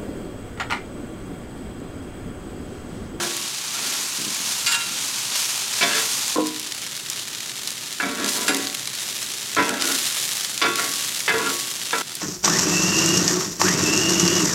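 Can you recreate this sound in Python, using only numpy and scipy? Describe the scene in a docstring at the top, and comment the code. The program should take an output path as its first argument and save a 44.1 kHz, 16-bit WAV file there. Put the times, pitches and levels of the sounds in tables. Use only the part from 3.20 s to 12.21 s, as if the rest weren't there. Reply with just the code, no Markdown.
"""Onions, then broccoli, fry on a gas-fired steel griddle outdoors, close to the microphone, in three shots.
Steam bubbles hiss and crackle, fat pops, flames rumble; a spatula lands and scrapes amid soft low thuds.
Near 1.5 s the blades clash and steam squeaks; near 3.2 s, as the broccoli begins, a lid is knocked as it lifts.
More blows and scrapes follow, with a last touch of blades near 5.3 s; the third shot is a moment of frying.
Filtered noise and random impacts make the frying; contact forces ring the modes of plate, blades and lid."""
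import sys
import numpy as np
from scipy import signal
from scipy.io import wavfile
from scipy.ndimage import uniform_filter1d

SR = 44100
rng = np.random.default_rng(int(sys.argv[2]) if len(sys.argv) > 2 else 0)


def master(y):
    """Save y as 16-bit WAV."""
    cut = np.clip(np.atleast_2d(y).T, -1, 1)
    pcm = np.round(cut * 32767)  # scale
    wavfile.write(sys.argv[1], SR, pcm.astype(np.int16))


N = 397341

# Where the shots begin, and where the last one ends, in seconds.
SHOTS = [0, 3.155, 8.821, 9.02]
# The crowd of weak modes of plate and lid. Each row: frequency in Hz, level in dB per Hz.
CROWD = [(30, -31), (55, -12), (70, -23), (130, -8.5), (270, 1.5), (430, 0), (560, -10), (850, -11),
         (1100, -5), (1550, -0.5), (2600, 1.5), (5000, 6.5), (16000, -13)]


def amp(db):
    """Decibels to gain."""
    return 10 ** (np.asarray(db) / 20)


def rms(x):
    """Root mean square."""
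    return np.sqrt(np.mean(x ** 2) + 1e-20)


def read(points, hz):
    """A spectrum joined by straight lines on a log-frequency axis."""
    f, value = np.transpose(points)
    return np.interp(np.log(hz + 1), np.log(f + 1), value)


def add(mix, s, sound):
    """Mixes a sound in at time s."""
    part = mix[max(round(s * SR), 0):][:len(sound)]
    part += sound[:len(part)]


def seconds(length):
    """A time axis."""
    return np.arange(int(length * SR)) / SR


def colour(x, db_of_hz, size=4096):
    """Causal (minimum-phase) filter whose gain in dB is a function of frequency."""
    hz = abs(np.fft.fftfreq(size, 1 / SR))
    log_gain = np.log(amp(np.maximum(db_of_hz(hz), -100)))
    # the Hilbert transform of the log gain gives the minimum phase
    taps = np.fft.ifft(np.exp(np.conj(signal.hilbert(log_gain)))).real[:size // 2]
    return signal.oaconvolve(x, taps)[:len(x)]


def shaped(x, points):
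    """Gives x a spectrum and an rms of 1."""
    y = colour(x, lambda hz: read(points, hz))
    return y / rms(y)


def contacts(count, per_s):
    """Sparse tiny impacts of random size, with an rms near 1."""
    hits = rng.random(count) < per_s / SR
    return rng.standard_normal(count) * hits * np.sqrt(SR / per_s)


def surge(age, rise_s, fade_s):
    """Envelope: a straight rise to 1, then an exponential fade."""
    rise_s = max(rise_s, 1e-3)
    return np.clip(age / rise_s, 0, 1) * np.exp(-np.maximum(age - rise_s, 0) / fade_s)


def sizzle(pivot_hz=6500, flutter_db=0.8, merging=0.14):
    """Separate bubbles over a hiss of merged ones; each turn swells them, the finer ones later and longer."""
    # Colour of the sizzling onions. Each row: frequency in Hz, level in dB per Hz.
    onions = [(100, -46), (500, -13), (800, -8.5), (1000, -5), (1400, -5), (1850, -6), (2700, -1.5),
              (4000, -.5), (6500, 0), (9200, -5), (12500, -11), (16000, -21.5)]
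    # Colour of the sizzling broccoli. Each row: frequency in Hz, level in dB per Hz.
    broccoli = [(100, -35), (500, -13), (800, -12), (1000, -12), (1400, -6), (2200, -6), (3400, -1),
                (5000, -2.5), (7000, -3.5), (9700, -7.5), (13000, -12), (16000, -20)]
    # Each row, one a shot: power share of separate bubbles before merging (0-1), spread of their sizes in dB.
    bubbling = [(0.46, 3.5), (0.68, 6), (0.7, 6)]
    # Steady frying of food left alone, one level in dB for each shot.
    simmer_levels = [-31, -34.5, -37]
    out = np.zeros(N)
    core = signal.butter(4, [4500, 9000], "band", fs=SR, output="sos")  # the band that sets the level
    shots = zip(SHOTS, SHOTS[1:], simmer_levels, [onions, broccoli, broccoli], bubbling)
    for start, end, simmer_db, food, (share, spread_db) in shots:
        level_db = boiling_db(start + seconds(end - start), 0, simmer_db, start, end)
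        count = len(level_db)
        # where wet food meets fresh hot steel, the bubbles crowd together into hiss
        excess_db = np.maximum(level_db - np.median(level_db), 0)
        share = np.clip(share * amp(-merging * excess_db), 0, 1)
        crackle = np.sqrt(share) * bubbles(count, spread_db)
        hiss = np.sqrt(1 - share) * rng.standard_normal(count)
        steam = shaped(crackle + hiss, food)
        steam /= rms(signal.sosfilt(core, steam))
        hz, t, z = signal.stft(steam, SR, nperseg=256)
        flutter = uniform_filter1d(rng.standard_normal(len(t)), size=4)
        octaves = np.log2(np.clip(hz, 3000, 13000) / pivot_hz)[:, None]
        field_db = boiling_db(start + t, octaves, simmer_db, start, end)
        gain = amp(field_db + flutter_db * flutter / rms(flutter))
        add(out, start, signal.istft(z * gain, SR, nperseg=256)[1][:count])
    return out


def boiling_db(s, octaves, simmer_db, start, end):
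    """Sizzle level in one shot, by time and bubble fineness: the simmer plus the surge of every turn."""
    # A turn puts wet food on fresh hot steel and the sizzle surges.
    # Each row: start in seconds, level in dB, rise in seconds, drying time in seconds;
    # level, start and drying time hold for bubbles of middling fineness (0 octaves).
    turns = [(0.0, -33, 0.014, 0.16), (.48, -30.5, 0.18, 0.83), (1.12, -29, 0.19, .25),
             (1.72, -31.5, 0.091, 0.74), (2.1, -25, .075, 0.22), (2.42, -28.5, 0.16, 0.58),
             (2.7, -27, 0.058, 0.58), (5.01, -26.5, 0.076, 0.28), (5.7, -33, 0.11, 0.77),
             (6.58, -25.5, 0.072, 0.59), (6.96, -31.5, 0.03, 0.36), (7.54, -28, 0.048, 0.69),
             (8.18, -28.5, 0.12, 0.31), (8.66, -33.5, 0.11, 0.39)]
    # each octave of finer bubbles comes later, lasts longer and gains more from a turn
    lag_s_per_octave, linger_per_octave, db_per_octave = 0.02, 1.02, 1.8
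    power = amp(simmer_db) ** 2 + 0 * (s + octaves)
    for at, db, rise_s, dry_s in turns:
        if start <= max(at, 0) < end:
            age = s - at - lag_s_per_octave * octaves
            swell = surge(age, rise_s, dry_s * linger_per_octave ** octaves)
            power = power + (amp(db + db_per_octave * octaves) * swell) ** 2
    return 10 * np.log10(power)


def bubbles(length, spread_db, per_s=260, largest=3.9, top_hz=12500, count=10):
    """Steam bubbles burst at several spots on the plate: many small, a few large."""
    spots = []
    for _ in range(count):
        bursts = np.sign(contacts(length, per_s))
        size_db = spread_db * np.minimum(rng.exponential(1, length), largest)
        spots.append(walls(bursts * amp(size_db)))
    total = sum(spots)
    return colour(total / rms(total), lambda hz: -10 * np.log10(1 + (hz / top_hz) ** 6))


def walls(x, echo_s=.0014, echo=0.23, scatter=0.68, fade_s=0.0062):
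    """The steel walls of the griddle return a burst once, near echo_s, and scatter it for milliseconds."""
    t = seconds(.04)
    taps = rng.standard_normal(len(t)) * np.exp(-t / fade_s)
    taps *= scatter / np.linalg.norm(taps)
    taps[0] = 1
    taps[int(echo_s * rng.uniform(.7, 1.3) * SR)] += echo
    return signal.oaconvolve(x, taps)[:len(x)]


def pops(slope_db=3.5):
    """A drop of water bursts in the fat: a sharp snap and a brief spray."""
    # The loudest spits of fat. Each row: time in seconds, peak in dB, centre in Hz.
    loud = [(0.166, -10, 6810), (1.1466, -9, 5500), (3.0794, -7.5, 5120), (3.269, -9, 5000),
            (3.396, -11, 6600), (3.521, -9.5, 4340), (3.899, -8.5, 7130), (4.2055, -13.5, 4160),
            (4.4735, -9, 4300), (4.504, -13, 4890), (4.726, -12, 4800), (5.0439, -6, 4200),
            (5.345, -6.5, 4100), (5.367, -9, 8190), (5.4698, -8, 3960), (5.4987, -12, 3400),
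            (5.5475, -9.5, 4100), (5.673, -10.5, 3880), (5.7514, -13.5, 5240), (6.3478, -12.5, 3480),
            (6.4919, -6, 3570), (6.6212, -4.5, 3120), (7.2472, -12, 3380), (7.3766, -8, 4180),
            (7.5561, -8.5, 6300), (7.9463, -13, 5300), (8.0032, -10, 3700), (8.7081, -9.5, 2690),
            (8.9521, -11, 8500)]
    # the broccoli also throws smaller spits at random
    spits_per_s, spit_db, spit_spread_db, spit_hz = 2.0, -19.5, 5, 4200
    spray, spray_s = .26, .0017  # size relative to the snap, fade time
    out, t = np.zeros(N), seconds(.05)
    chances = np.arange(SHOTS[1], SHOTS[2], .01)
    draw = rng.random(len(chances))
    size, pitch = rng.standard_normal((2, len(chances)))
    small = np.transpose([chances, spit_db + spit_spread_db * size, spit_hz * 2 ** (.3 * pitch)])
    small = small[draw < spits_per_s * np.diff(chances)[0]]
    for s, db, centre_hz in [*loud, *small]:
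        burst = (t == 0) + spray * rng.standard_normal(len(t)) * np.exp(-t / spray_s)

        def hump_db(hz):
            octaves = np.log2((hz + 1) / centre_hz)
            return -slope_db * np.minimum(octaves ** 2, 7) - (hz / 9000) ** 4

        snap = colour(walls(burst, scatter=0.44, fade_s=0.0025), hump_db)
        add(out, s + 0.00093, amp(db) * snap / abs(snap).max())  # every pop sounds 0.93 ms after its time
    return out


def griddle(crowd_db=-0.5, rub_crowd_db=2.5, grit_per_s=800):
    """Blows and scrapes of the spatulas ring the same steel plate."""
    # A spatula lands. Each row: time in seconds, level in dB, flatness from 0 (edge first) to 1 (whole
    # blade), hardness in Hz, mode favoured by the spot in Hz.
    blows = [(0.0, -28, 0.75, 1400, 347), (2.6106, -19, .1, 4650, 2290), (2.628, -21.5, 0.7, 3580, 688),
             (4.8, -24.5, 0.11, 2200, 1670), (4.828, -24, 1, 2400, 2290), (5.28, -29.5, 0.4, 3000, 2145),
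             (5.293, -23, 0.98, 2110, 755), (6.366, -20, 0.53, 2100, 1339), (6.383, -17.5, 0.71, 2070, 999),
             (7.416, -18.8, .2, 4200, 1119), (7.44, -20, 0.79, 3400, 1386), (7.585, -26, 0.13, 2620, 1386),
             (8.079, -20, 0.12, 2760, 2067), (8.094, -21, .25, 2680, 1670), (8.138, -21.5, 0.64, 1800, 451),
             (8.73, -21.5, .22, 2150, 1320), (8.811, -23.5, 0.016, 1990, 1386)]
    # A blade is pushed along the plate. Each row: start in seconds, end in seconds, level in dB,
    # hardness in Hz, mode favoured by the spot in Hz.
    scrapes = [(0.496, 0.855, -39, 3080, 451), (2.66, 2.82, -26.5, 3380, 451),
               (4.94, 5.094, -29.5, 1690, 269), (5.096, 5.282, -33.5, 1590, 999),
               (6.454, 6.598, -29, 1800, 347), (6.571, 6.76, -31, 1800, 1446),
               (7.565, 7.725, -36.5, 1970, 2145), (8.168, 8.33, -28, 2070, 1386)]
    # Strong modes of the plate. 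Each row: frequency in Hz, relative level in dB, t60 in seconds.
    plate_modes = [(202.5, -4.5, 0.4), (242, -9.5, 0.86), (275.8, 2, 0.56), (347, -3, 0.48), (392, 1, 0.17),
                   (451, 1.5, 0.43), (588, -3.5, 0.54), (688, 1.5, 0.22), (755, -6.5, 0.46),
                   (827, -10.5, 0.49), (940, -5.5, 0.45), (999, 0.5, 0.26), (1119, -3, 0.85),
                   (1265, -9, 0.31), (1339, -2, 0.53), (1386, 2.5, 0.28), (1446, 4.5, 0.16),
                   (1547, -2, 0.45), (1670, 10, 0.078), (1695, -1, 0.42), (1894, -1, 0.49),
                   (1980, -4, 0.63), (2067, -1, 0.42), (2145, 1.5, 0.15), (2290, 6, 0.12),
                   (2555, 2.5, 0.32), (2665, 0.5, 0.15), (2700, -4, 0.65), (3320, -0.5, 0.49),
                   (3520, 7, 0.33)]
    out = np.zeros(N)
    for s, db, flat, hard_hz, spot_hz in blows:
        # a flatter landing chatters longer, drives more bass and favours one mode less
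        chatter_s = np.exp(np.interp(flat, [0, 1], np.log((0.0082, 0.066))))
        bass_db = np.interp(flat, [0, 1], (-14, 3))
        lift_db = np.interp(flat, [0, 1], (10.5, 9))
        force = chatter(chatter_s, first=0.8, per_s=900)
        clank = struck(force, plate_modes, spot_hz, lift_db, CROWD, crowd_db)
        add(out, s, at_level(contact_colour(clank, hard_hz, bass_db), db))
    for start, end, db, hard_hz, spot_hz in scrapes:
        count = int((end - start) * SR)
        grit = contacts(count, grit_per_s) * signal.windows.tukey(count, .4)
        force = np.pad(grit, (0, SR // 2))  # room for the plate to ring on
        lift_db = 7.5 * spot_hz / 1000  # high modes squeal most
        bass_db = -1 - 8.5 * np.log2(hard_hz / 1800)  # a harder scrape drives less bass
        rub = struck(force, plate_modes, spot_hz, lift_db, CROWD, rub_crowd_db)
        add(out, start, at_level(contact_colour(rub, hard_hz, bass_db), db, size=count))
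    # the ringing ends with its shot
    return out * np.clip((SHOTS[2] - np.arange(N) / SR) / 0.0061, 0, 1)


def blades(crowd_db=0.0):
    """The two thin blades strike and slide over each other."""
    # Blade against blade. Each row: time in seconds, level in dB, chatter time in seconds,
    # mode favoured by the spot in Hz, its lift in dB.
    clashes = [(1.4625, -20, 0.029, 6944, 12), (1.513, -26, 0.033, 1383, 0), (1.521, -23, 0.0094, 2772, 28),
               (1.544, -26, 0.0053, 8260, 20), (1.605, -30.5, 0.023, 3950, 16),
               (5.2795, -20.5, 0.0051, 11050, 20)]
    # Strong modes of the blades. Each row: frequency in Hz, relative level in dB, t60 in seconds.
    blade_modes = [(936, -6, 0.42), (1383, 1, 0.54), (1470, 0, 0.21), (1674, -1, 0.28), (2120, -2, 0.25),
                   (2450, 1, 0.16), (2772, 0, 0.39), (3423, -15, .22), (3780, 2, 0.18), (3950, -0.5, .15),
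                   (4500, -1, 0.12), (4890, -3, 0.31), (6513, -18, .3), (6944, -11, 0.25), (7380, 5, 0.17),
                   (8260, -13, 0.11), (5500, -8, .12), (11050, -15, 0.13)]
    # Weak modes of the blades. Each row: frequency in Hz, level in dB per Hz.
    blade_crowd = [(300, -40), (800, -12), (1300, -1.5), (2400, 0.5), (4300, 5.5), (6000, -1.5), (8000, 3),
                   (10500, -7), (16000, -19)]
    out = np.zeros(N)
    for s, db, length, spot_hz, lift_db in clashes:
        force = chatter(length, per_s=3000)
        clash = struck(force, blade_modes, spot_hz, lift_db, blade_crowd, crowd_db)
        add(out, s, at_level(clash, db))
    return out


def lid(crowd_db=-0.5):
    """The domed lid, knocked as it lifts, gives a dull, hollow double knock."""
    # Each row: time in seconds, level in dB, chatter time in seconds, hardness in Hz,
    # mode favoured by the spot in Hz, its lift in dB.
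    knocks = [(3.157, -23, 0.0018, 1390, 1028, 2), (3.182, -20, 0.0083, 1010, 500, 13.5)]
    # Strong modes of the lid. Each row: frequency in Hz, relative level in dB, t60 in seconds.
    lid_modes = [(208.5, -12, 0.49), (255, -13, 0.65), (309, 0.5, 0.51), (458, -16, 0.59),
                 (500, -6.5, 0.073), (710, -15, 0.44), (829, -20, 0.41), (985, -9, 0.54), (1028, -6, 0.37),
                 (1077, -5, 0.37), (1228, -14, .12), (1380, -14, 0.45)]
    out = np.zeros(N)
    for s, db, length, hard_hz, spot_hz, lift_db in knocks:
        knock = struck(chatter(length, first=1.23), lid_modes, spot_hz, lift_db, CROWD, crowd_db)
        add(out, s, at_level(contact_colour(knock, hard_hz, 0, steep=4.2, radiate_hz=200), db))
    return out


def chatter(length, first=0.36, per_s=1500):
    """Force of a landing: one impact, then a dying rattle of the springy blade or lid."""
    t = seconds(.7)
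    force = contacts(len(t), per_s) * np.exp(-t / max(length, 1e-3))
    force /= np.linalg.norm(force) + 1e-9
    force[0] += first
    return force


def struck(force, modes, spot_hz, lift_db, weak_modes, weak_db):
    """A steel object answers a force with its strong modes and its crowd of weak ones."""
    rest = signal.fftconvolve(force, crowd(weak_modes))[:len(force)]
    return ring(force, modes, spot_hz, lift_db) + amp(weak_db) * rest / rms(rest)


def ring(force, modes, spot_hz, lift_db, vary_db=2.0):
    """The modes share the energy of a force; the one with an antinode at the spot takes more."""
    out = np.zeros(len(force))
    for hz, db, t60 in modes:
        # a two-pole resonator
        r, turn = np.exp(-np.log(1000) / (t60 * SR)), 2 * np.pi * hz / SR
        y = signal.lfilter([0, 1], [1, -2 * r * np.cos(turn), r * r], force)
        spot_db = lift_db * np.exp(-((hz - spot_hz) / 30) ** 2)
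        db = db + spot_db + vary_db * rng.standard_normal()
        out += amp(db) * np.sqrt(t60) * y / rms(y) * rng.choice([-1, 1])
    return out / rms(out)


def crowd(points):
    """Impulse response of countless weak modes, the high ones dying first; unit energy."""
    # Each row: frequency in Hz, t60 in seconds.
    decay = [(100, 0.57), (400, 0.44), (1500, 0.1), (5000, 0.058)]
    hz, t, z = signal.stft(rng.standard_normal(SR), SR, nperseg=256)
    fade = amp(-60 * t / read(decay, hz)[:, None])
    y = shaped(signal.istft(z * fade, SR, nperseg=256)[1][:SR], points)
    return y / np.linalg.norm(y)


def contact_colour(x, hard_hz, bass_db, steep=2.46, bass_hz=430, radiate_hz=95):
    """A soft contact leaves out the treble; a flat, heavy one drives the low modes."""
    # sheet steel radiates little deep bass
    x = signal.sosfilt(signal.butter(2, radiate_hz, "high", fs=SR, output="sos"), x)

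    def contact_db(hz):
        bass = bass_db / (1 + (hz / bass_hz) ** 4)
        return bass - 10 * np.log10(1 + (hz / hard_hz) ** (2 * steep))

    return colour(x, contact_db)


def at_level(x, db, size=2000):
    """Sets the rms level of the first size samples."""
    return amp(db) * x / rms(x[:size])


def soft_thuds(per_s=250):
    """Soft low thuds and rubbing on the plate: dense small impacts that swell and die away."""
    # Each row: start in seconds, level in dB.
    swells = [(.04, -44), (.6, -43.5), (.98, -39.5), (1.65, -44.5), (2.84, -44)]
    # Colour of the thuds. Each row: frequency in Hz, level in dB per Hz.
    thud = [(60, -22), (130, -12.5), (200, -2.5), (290, -4), (400, -12), (550, -16), (1000, -31.5)]
    rise_s, settle_s = 0.022, 0.38
    t = np.arange(N) / SR
    power = sum((amp(db) * surge(t - s, rise_s, settle_s)) ** 2 for s, db in swells)
    return np.sqrt(power) * shaped(contacts(N, per_s), thud)


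def squeak():
    """Steam trapped under the food escapes with a short, fuzzy whistle: narrow-band noise."""
    # One row: start in seconds, length in seconds, level in dB before the fades, pitch in Hz, width in Hz.
    whistle = (1.5, .08, -33, 3380, 70)
    s, length, db, pitch_hz, width_hz = whistle
    noise = rng.standard_normal(len(seconds(length)))
    tone = colour(noise, lambda hz: -20 * np.log10(1 + ((hz - pitch_hz) / width_hz) ** 2))
    out = np.zeros(N)
    add(out, s, amp(db) * signal.windows.hann(len(tone)) * tone / rms(tone))
    return out


def burner(level_db=-47.5):
    """Gas flames under the plate: steady coloured noise."""
    # Each row: frequency in Hz, level in dB per Hz.
    flame_colour = [(20, -16), (42, -23), (62, -10.5), (85, -15), (122, 0.5), (155, -5), (220, -3.5),
                    (290, -6), (400, -4.5), (560, -25.5), (1000, -12), (2500, -43.5)]
    return amp(level_db) * shaped(rng.standard_normal(N), flame_colour)


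def widen(mid, width, fade_s=0.0079):
    """Stereo width: a scattered, coloured copy is added on the left and subtracted on the right."""
    t = seconds(.05)
    scatter = rng.standard_normal(len(t)) * np.exp(-t / fade_s)
    scattered = signal.oaconvolve(mid, scatter / np.linalg.norm(scatter))[:N]
    side = colour(scattered, lambda hz: read(width, hz))
    return np.array([mid + side, mid - side])


def scene():
    """Frying and flames almost straight ahead, the metal a little to the right."""
    # Stereo width of the metal. Each row: frequency in Hz, side minus mid in dB.
    metal_width = [(60, -73), (260, -25), (420, -30), (680, -12), (1100, -24.5), (1900, -22.5), (4000, -21),
                   (14000, -19)]
    # Stereo width of the frying, nearly mono in the middle bands.
    # Each row: frequency in Hz, side minus mid in dB.
    frying_width = [(60, -28), (280, -17), (600, -10.5), (1100, -13), (2000, -69), (6000, -25), (9000, -68),
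                    (13000, -9), (16000, -16)]
    frying = widen(sizzle() + pops() + soft_thuds() + squeak() + burner(), frying_width)
    metal = widen(griddle() + blades() + lid(), metal_width)
    return frying * amp([[-.1], [.1]]) + metal * amp([[-.3], [.3]])  # left, right


def record(dry):
    """The recorder cuts the bass below 55 Hz and the treble above 16 kHz."""
    cut = signal.sosfilt(signal.butter(4, 55, "high", fs=SR, output="sos"), dry)
    band_limit = signal.firwin(601, 16050, window=("kaiser", 9), fs=SR)
    return signal.oaconvolve(cut, band_limit[None], "same")


dry = scene()
out = record(dry)
master(out)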